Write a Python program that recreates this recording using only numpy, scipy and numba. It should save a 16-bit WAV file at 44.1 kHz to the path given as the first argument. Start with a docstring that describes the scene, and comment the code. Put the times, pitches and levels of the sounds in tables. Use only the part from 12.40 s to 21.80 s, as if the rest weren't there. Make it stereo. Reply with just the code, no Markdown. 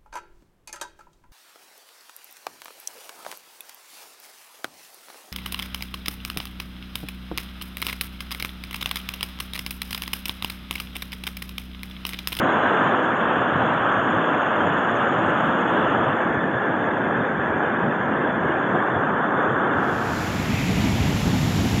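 """A muddy flood pours over boulders, dull and in mono: first rapids, then stony shallows from about 3.8 s,
then the open channel from about 6.3 s. Throughout, a low rumble swells and dips irregularly, clouds of
resonating bubbles roar, and droplets tinkle in the spray under a faint fizz and hiss. From 7.3 to 8.3 s
the river dissolves into a wider, deeper flow of mud: a surging rumble, rushing water, a brief splash and
hissing gravel, bright on the right and muffled on the left."""
import sys
import numpy as np
from scipy import signal
from scipy.fft import rfft, irfft
from scipy.io import wavfile
from scipy.ndimage import uniform_filter1d
from numba import njit

SR = 44100
rng = np.random.default_rng(int(sys.argv[2]) if len(sys.argv) > 2 else 0)


def wrap_up_sound(samples):
    """Save the sound to the file named by the first command line argument, as 16-bit audio."""
    columns = np.atleast_2d(samples).T
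    # keep every value between -1 and 1, then stretch to whole-number steps
    tamed = np.clip(columns, -1, 1)
    steps = np.round(tamed * 32767).astype(np.int16)
    wavfile.write(sys.argv[1], SR, steps)


N = 414540
T = np.arange(N) / SR
FREQS = np.fft.rfftfreq(N, 1 / SR) + 1e-3


def undb(db):
    """Amplitude ratio of a level in decibels."""
    return 10 ** (np.asarray(db) / 20)


def unit(x):
    """Normalisation to rms 1."""
    return x / np.sqrt(np.mean(x ** 2))


def curves(table):
    """Linear interpolation in time, one curve per column."""
    times, *columns = np.transpose(table)
    return [np.interp(T, times, column) for column in columns]


def swells(events, half_s):
    """Superposition of Gaussian bells, one per event; one curve per column."""
    times, *columns = np.transpose(events)
    bells = np.exp(-((T - times[:, None]) / half_s) ** 2)
    return [heights @ bells for heights in columns]


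def response(points):
    """Frequency response through (Hz, dB) points, interpolated over log frequency."""
    hz, db = np.transpose(points)
    return undb(np.interp(np.log(FREQS), np.log(hz), db))


def band(lo_hz, hi_hz, order=8):
    """Magnitude response of a Butterworth band-pass."""
    return ((1 + (lo_hz / FREQS) ** (2 * order)) * (1 + (FREQS / hi_hz) ** (2 * order))) ** -.5


def shape(x, gain):
    """Filtering as multiplication of the spectrum."""
    return irfft(rfft(x) * gain, N)


def smooth(x, size):
    """Low-pass filtering by two moving averages of size samples."""
    return uniform_filter1d(uniform_filter1d(x, size), size)


def wander(rate):
    """Smoothed sample-and-hold noise: rate values a second, spread near 1."""
    hold = int(SR / rate)
    steps = np.repeat(rng.standard_normal(N // hold + 1), hold)
    return 1.41 * smooth(steps, hold)[:N]


def steady(x, span_s):
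    """Compression: division by the running rms evens out swells and keeps the grain."""
    return x / np.sqrt(smooth(x ** 2, int(span_s * SR)) + np.mean(x ** 2) / 20)


@njit
def ring(start, hz, cycles, size, glide):
    """Bubble resonance: each is a damped sine whose pitch rises as it nears the surface."""
    out = np.zeros(N)
    for k in range(len(start)):
        length = int(cycles[k] * SR / hz[k])
        step = 2 * np.pi * hz[k] / SR
        phasor = size[k] + 0j
        turn = np.exp(1j * step - 5.8 / length)  # decays 50 dB over its life
        rise = np.exp(1j * step * glide / length)
        for i in range(start[k], min(start[k] + length, N)):
            phasor *= turn
            turn *= rise
            out[i] += phasor.imag
    return out


def bubbles(lo_hz, hi_hz, cycles, spread_db, count):
    """Incoherent sum: bubbles of scattered sizes give about equal power per Hz."""
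    when, pitch, life, strength = rng.random((count, 4)).T
    hz = lo_hz * (hi_hz / lo_hz) ** pitch
    size = hz * undb(-spread_db * np.log(1 - .99 * strength))
    cloud = ring((when * N).astype(np.int64), hz, cycles * (.5 + life), size, glide=.2)
    return unit(cloud) * np.sqrt((hi_hz - lo_hz) / (SR / 2))


def water(cloud, wash_db):
    """Central limit theorem: countless far bubbles merge into Gaussian noise behind the near ones."""
    return cloud + undb(wash_db) * rng.standard_normal(N)


# Spectra of the three stretches of river. Each row: frequency in Hz, relative density in dB.
RAPIDS_SPECTRUM = [(20, -46.5), (42, -32.5), (72, -17.5), (105, -4.5), (140, -6.5), (200, -2.5), (280, -1),
                   (410, -4.5), (580, -1), (820, -2.5), (1350, -1.5), (1680, -3.5), (2050, -16.5),
                   (2400, -20), (2800, -16.5), (3450, -19.5)]
SHALLOWS_SPECTRUM = [(20, -45.5), (42, -34), (75, -13.5), (120, -5.5), (230, 0), (450, -2), (900, -4.5),
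                     (1230, -6), (1480, -6), (1610, -2.8), (1725, -1.2), (1830, -10.5), (1950, -14.5),
                     (2450, -20.5), (2950, -24.5), (3500, -21)]
CHANNEL_SPECTRUM = [(20, -51), (45, -37), (80, -14), (125, -4.5), (280, 1.5), (500, -2.5), (900, -2.5),
                    (1250, -2.5), (1600, -2), (1720, -3.5), (1860, -10), (2100, -19.5), (2400, -22.5),
                    (3080, -26), (3500, -21.5)]
def register(source, weights, passband):
    """Source and filter: one band of the water's spectrum, coloured by each stretch and blended."""
    colours = RAPIDS_SPECTRUM, SHALLOWS_SPECTRUM, CHANNEL_SPECTRUM
    stretches = [unit(irfft(source * response(colour) * passband, N)) for colour in colours]
    return unit(sum(weight * stretch for weight, stretch in zip(weights, stretches)))


# Irregular swells in the low rumble. Each row: time in seconds, lifts of deep, roll and low roar in dB.
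LOW_SWELLS = [(.03, 4, 3.5, 0.5), (.24, 1, 0.5, 0.5), (.45, 9.5, 3.5, 0), (.51, 1, 3.5, 1),
              (.6, -4, 1.5, 1.5), (1.0, 3, -3, 1), (1.15, 9, 1, 0), (1.22, 8, 1, 1.5), (1.36, 8, -0.5, -2),
              (1.58, 6.5, 0.5, -0.5), (1.77, 7.5, 2.5, 1), (2.27, 6.5, 4.5, 3), (2.56, 5, -3, 2),
              (2.77, 7.5, 1, 3), (2.9, 6, 1.5, 1.5), (3.09, 4, 4.5, 0.5), (3.2, -2, 1.5, 2),
              (3.37, -2, 1, 3.5), (3.48, 6.5, 0, 1), (3.58, 6, 4.5, 5), (3.68, 14, 2, 2),
              (3.96, 7, -3.5, -1.5), (4.05, -4, 3, -0.5), (4.17, 9, -0.5, 0.5), (4.3, 1, 6, 1.5),
              (4.66, 5, 2, -0.5), (4.81, 6.5, 2.5, -0.5), (4.96, 3, 2.5, -2.5), (5.12, 5.5, -1.5, 1.5),
              (5.46, 8.5, 4.5, 1), (5.65, 4, 1.5, -1.5), (5.73, 1, 3.5, 0), (6.07, 9.5, 2, 2),
              (6.34, 4, 1.5, 2.5), (6.56, 14.5, -1, 1), (6.67, -1, 3.5, -0.5), (7.11, 8.5, -2, 1),
              (7.38, 5.5, 2, -0.5)]
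# Irregular dips in the low rumble. Each row: time in seconds, changes of deep and roll in dB.
LOW_DIPS = [(.14, -1, 1), (.36, -7, -1), (.82, -5, 0), (1.09, -6, 0), (1.42, 1, -2), (1.86, -10, -1.5),
            (2.03, -6, -4), (2.13, -4, -5), (2.44, -8, 0), (2.97, -3, 0), (3.17, -7, 2), (3.8, -5, -4),
            (4.23, -7, -6.5), (4.87, -9, -0.5), (5.55, -9, 0), (6.14, -1, -4.5), (6.47, -1, -6.5),
            (6.86, -6, 0.5)]
# Breaking crests. Each row: time in seconds, lift of the upper roar in dB.
CRESTS = [(1.55, 1.7), (7.12, 1.5)]
def rumble_and_roar(source, weights, roar_db):
    """Amplitude modulation: the river's low bands swell and dip irregularly; crests brighten the roar."""
    deep_db, roll_db, low_roar_db = swells(LOW_SWELLS, half_s=.04)
    deep_dip_db, roll_dip_db = swells(LOW_DIPS, half_s=.04)
    crest_db, = swells(CRESTS, half_s=.22)
    deep = steady(register(source, weights, band(30, 146, order=16)), span_s=.15)
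    deep *= undb(-39.5 + deep_db + deep_dip_db + .6 * wander(16))
    roll = steady(register(source, weights, band(155.5, 289, order=16)), span_s=.089)
    roll *= undb(-29.5 + roll_db + roll_dip_db + wander(16))
    roar = steady(register(source, weights, band(308, 2010, order=32)), span_s=.2) * undb(roar_db)
    low_lift = shape(roar, band(250, 700)) * (undb(low_roar_db) - 1)
    crests = shape(roar, band(1080, 1670, order=16)) * (undb(crest_db) - 1)
    return deep + roll + roar + low_lift + crests


def flutter(x, lo_hz, hi_hz, depth_db, rate, count):
    """Independent modulation: each of count narrow bands rises and falls on its own."""
    spectrum = rfft(x)
    which = np.digitize(FREQS, np.linspace(lo_hz, hi_hz, count + 1)[1:-1])
    return sum(irfft(spectrum * (which == k), N) * undb(depth_db * wander(rate)) for k in range(count))


def spray(source, weights, level_db):
    """Random modulation: narrow bands of the high hiss waver, more deeply after about 3.8 s."""
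    early_depth_db, late_depth_db = 1.5, 2.5
    depth_db = late_depth_db + (early_depth_db - late_depth_db) * weights[0]
    treble = register(source, weights, band(2076, 3543, order=56))
    treble = flutter(treble, 2000, 3600, depth_db, rate=38, count=13)
    return steady(treble, span_s=.1) * undb(level_db)


# Spectrum of the hiss. Each row: frequency in Hz, relative density in dB.
HISS_SPECTRUM = [(4500, -20.5), (9000, -13.5), (11800, -9.5), (12800, -6), (14000, -9.5), (15300, -2),
                 (15700, -17)]
def hiss():
    """Filtered white noise, barely audible."""
    return unit(shape(rng.standard_normal(N), response(HISS_SPECTRUM) * band(4000, 16000))) * undb(-82)


# Spectrum of the fizz. Each row: frequency in Hz, relative density in dB.
FIZZ_SPECTRUM = [(3700, -2.5), (3850, 0), (4100, -9), (4350, -12), (4650, -29.5), (4950, -24),
                 (5200, -12.5), (6100, -13), (6400, -1), (6850, 0), (7250, -11.5), (7750, -8.5),
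                 (8300, -18), (9200, -32.5)]
def fizz(level_db):
    """Resonance rises as radius falls: tiny bubbles glint above the spray."""
    cloud = water(bubbles(3600, 9500, cycles=150, spread_db=1.1, count=14000), wash_db=-2.5)
    bed = shape(cloud, response(FIZZ_SPECTRUM) * band(3600, 9500, order=48))
    top = shape(bed, band(6250, 8400, order=48))
    glints = unit(flutter(top, 6250, 8400, depth_db=3.5, rate=40, count=16)) * np.std(top)
    return unit(bed - top + glints) * undb(level_db)


# Splashes at the top of the spray. Each row: time of the peak in seconds, level in dB.
SPRAY_FLARES = [(.08, -59), (.27, -58), (.49, -60), (1.2, -63), (1.33, -62), (3.39, -65)]
def flares():
    """Narrow-band resonance: bubbles of nearly one size flare in brief splashes."""
    lo_hz, hi_hz = 3660, 3960
    times, level_db = np.transpose(SPRAY_FLARES)
    envelope, = swells(np.transpose([times, undb(level_db)]), half_s=.069)
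    cloud = bubbles(lo_hz, hi_hz, cycles=82, spread_db=1, count=2500)
    return unit(shape(cloud, band(lo_hz, hi_hz, order=48))) * envelope


# The stretch the microphone faces. Each row: time in seconds, weights of rapids, shallows and channel.
STRETCH_WEIGHTS = [(0, 1, 0.053, 0.1), (3.64, 1, 0.011, 0.12), (3.9, 0.021, 0.79, 0.022),
                   (6.1, 0.069, 1, 0.029), (6.5, 0.081, 0.064, 0.99)]
# Force of the river. Each row: time in seconds, levels of roar, spray and fizz in dB.
RIVER_LEVELS = [(0, -19.5, -36.5, -61), (.53, -19.5, -37.5, -62), (.69, -21, -38.5, -63.5),
                (.9, -20.5, -37.5, -65), (2.1, -21, -38.5, -63.5), (2.75, -20.5, -38, -61),
                (3.6, -21, -38.5, -64.5), (3.88, -22, -42, -68.5), (4.9, -22.5, -43, -70.5),
                (6.17, -22.5, -42.5, -68), (6.37, -21.5, -42.5, -67.5), (6.87, -22, -45, -69),
                (7.28, -21, -42, -67)]
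def river():
    """Superposition of the river's layers; a common modulation heaves roar and spray together."""
    roar_db, spray_db, fizz_db = curves(RIVER_LEVELS)
    weights = np.clip(curves(STRETCH_WEIGHTS), 0, 1)
    churn = bubbles(50.2, 2104, cycles=11.9, spread_db=1, count=36000)
    droplets = bubbles(2000, 3800, cycles=50, spread_db=-.2, count=8000)
    source = rfft(water(churn + droplets, wash_db=1))
    heave = wander(11)
    body = rumble_and_roar(source, weights, roar_db + .42 * heave)
    tinkle = spray(source, weights, spray_db + .73 * heave)
    return body + tinkle + hiss() + fizz(fizz_db) + flares()


# Spectrum of the mud's rumble. Each row: frequency in Hz, relative density in dB.
RUMBLE_SPECTRUM = [(20, -31), (45, -11.5), (70, 0), (105, 4), (145, -1.5), (210, 1.5), (270, -2), (340, -9),
                   (430, -14), (520, -21.5), (750, -17), (1000, -27.5), (1500, -27)]
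# Surges of mud, then the slack between them. Each row: time in seconds, changes of thud and boom in dB.
SURGES = [(8.0, 2, 4), (8.1, -1, 5.5), (8.145, 6, 4), (8.23, 7, 1.5), (8.3, 3, 8.5), (8.387, 5, 4.5),
          (8.46, 5, 8), (8.525, 6, 3.5), (8.58, 5, 0.5), (8.632, 10.5, 2.5), (8.695, 3, 3.5), (8.75, 5, 2),
          (8.875, 6, 8), (8.95, 4, 8), (9.03, 8, 0), (9.075, 2.5, 5.5), (9.14, 2, 3), (9.195, 6, 6),
          (9.255, 3, 6.5), (9.34, 7, 2.5), (9.39, 1, 4.5)]
SURGE_LULLS = [(8.265, -10, -1), (8.8, -2, 0), (8.83, 2, -3), (9.12, 0, -3), (9.295, -2, -1)]
def mud_rumble():
    """Heavy damping: large bubbles die in a few cycles, a thud and a boom that swell with each surge."""
    crossover_hz = 150
    thud_db, boom_db = swells(SURGES, half_s=.025)
    thud_lull_db, boom_lull_db = swells(SURGE_LULLS, half_s=.025)
    gulps = water(bubbles(35.7, 1220, cycles=4.2, spread_db=2.5, count=7000), wash_db=3)
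    colour = response(RUMBLE_SPECTRUM)
    thud = steady(shape(gulps, colour * band(12, crossover_hz)), span_s=.042)
    boom = steady(shape(gulps, colour * band(crossover_hz, 1560)), span_s=.051)
    return thud * undb(-24 + thud_db + thud_lull_db) + boom * undb(-22 + boom_db + boom_lull_db)


# Spectrum of the rushing water. Each row: frequency in Hz, relative density in dB.
RUSH_SPECTRUM = [(150, -12), (400, -2), (880, 0.5), (1300, -5), (1800, -4.5), (2300, -5), (2900, -5.5),
                 (3700, -10), (5000, -30), (8000, -56)]
def rush(level_db):
    """Decorrelation: water from all over the bed is plain noise on the left, bubbling on the right."""
    slosh = water(bubbles(289, 4770, cycles=14.5, spread_db=.5, count=26000), wash_db=2)
    gain = undb(level_db + .33 * wander(16))
    colour = response(RUSH_SPECTRUM) * band(100, 8000)
    return [unit(shape(side, colour)) * gain for side in (rng.standard_normal(N), slosh)]


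# Spectrum of the gravel. Each row: frequency in Hz, relative density in dB.
GRAVEL_SPECTRUM = [(2000, -11), (3500, -1.5), (5500, -3), (6400, -4.5), (7250, -2.5), (8000, -13.5),
                   (8600, -18.5), (10000, -13.5), (12200, -10), (14000, -18), (15700, -22)]
def gravel(level_db):
    """Short pulses have broad spectra: dense, quickly damped pings merge into the hiss of gravel."""
    crackle = water(bubbles(1900, 15000, cycles=3.9, spread_db=1.5, count=50000), wash_db=7)
    colour = response(GRAVEL_SPECTRUM) * band(1800, 17000, order=4)
    return unit(shape(crackle, colour)) * undb(level_db + .26 * wander(10))


# A sheet of water over the gravel. Each row: time in seconds, level in dB.
SPLASH_LEVELS = [(7.6, -32), (7.95, -29.5), (8.2, -26.5), (8.4, -32.5), (8.55, -33), (8.9, -44), (9.4, -55)]
def splash():
    """Bubble resonance in one band swells and fades as the sheet of water splashes."""
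    level_db, = curves(SPLASH_LEVELS)
    return unit(bubbles(1840, 2600, cycles=20, spread_db=1, count=16000)) * undb(level_db)


# Force of the mud flow. Each row: time in seconds, levels of rush and gravel in dB.
MUD_LEVELS = [(7.6, -28, -33.5), (7.8, -28, -31), (8.05, -25.4, -31.5), (8.3, -26, -32.5), (8.68, -25, -32),
              (8.8, -24.5, -31), (8.92, -26, -32), (9.3, -25.5, -31)]
# Transmission of the microphone's muffled left port. Each row: frequency in Hz, gain in dB.
LEFT_PORT = [(50, -14), (250, -17), (450, -18.5), (800, -19.5), (1300, -21), (1800, -25), (2300, -32),
             (2800, -56), (4000, -77)]
def mud_flow():
    """Time and level differences: the left port gets the rumble later and loses the treble."""
    lag_s = .42e-3
    rush_db, gravel_db = curves(MUD_LEVELS)
    rumble = mud_rumble()
    late_rumble = shape(rumble, np.exp(-2j * np.pi * FREQS * lag_s))
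    left_rush, right_rush = rush(rush_db)
    left = shape(late_rumble + left_rush, response(LEFT_PORT))
    right = rumble + right_rush + gravel(gravel_db) + splash()
    return np.array([left, right])


# The dissolve between the two places. Each row: time in seconds, gains of river and mud flow.
CROSSFADE = [(7.31, 0.96, 0), (7.41, 0.92, 0.11), (7.6, 0.7, 0.38), (7.78, 0.47, 0.59), (8.05, 0.23, 0.69),
             (8.32, 0.013, 1)]
def scene():
    """Crossfade: the mono river gives way to the stereo mud flow."""
    river_gain, mud_gain = curves(CROSSFADE)
    return river_gain * river() + mud_gain * mud_flow()


def record(dry):
    """Band limiting: the recorder's elliptic low-pass cuts the top."""
    cutoff_hz = 15700
    return signal.sosfilt(signal.ellip(10, .1, 80, cutoff_hz, fs=SR, output="sos"), dry)


dry = scene()
out = record(dry)
wrap_up_sound(out)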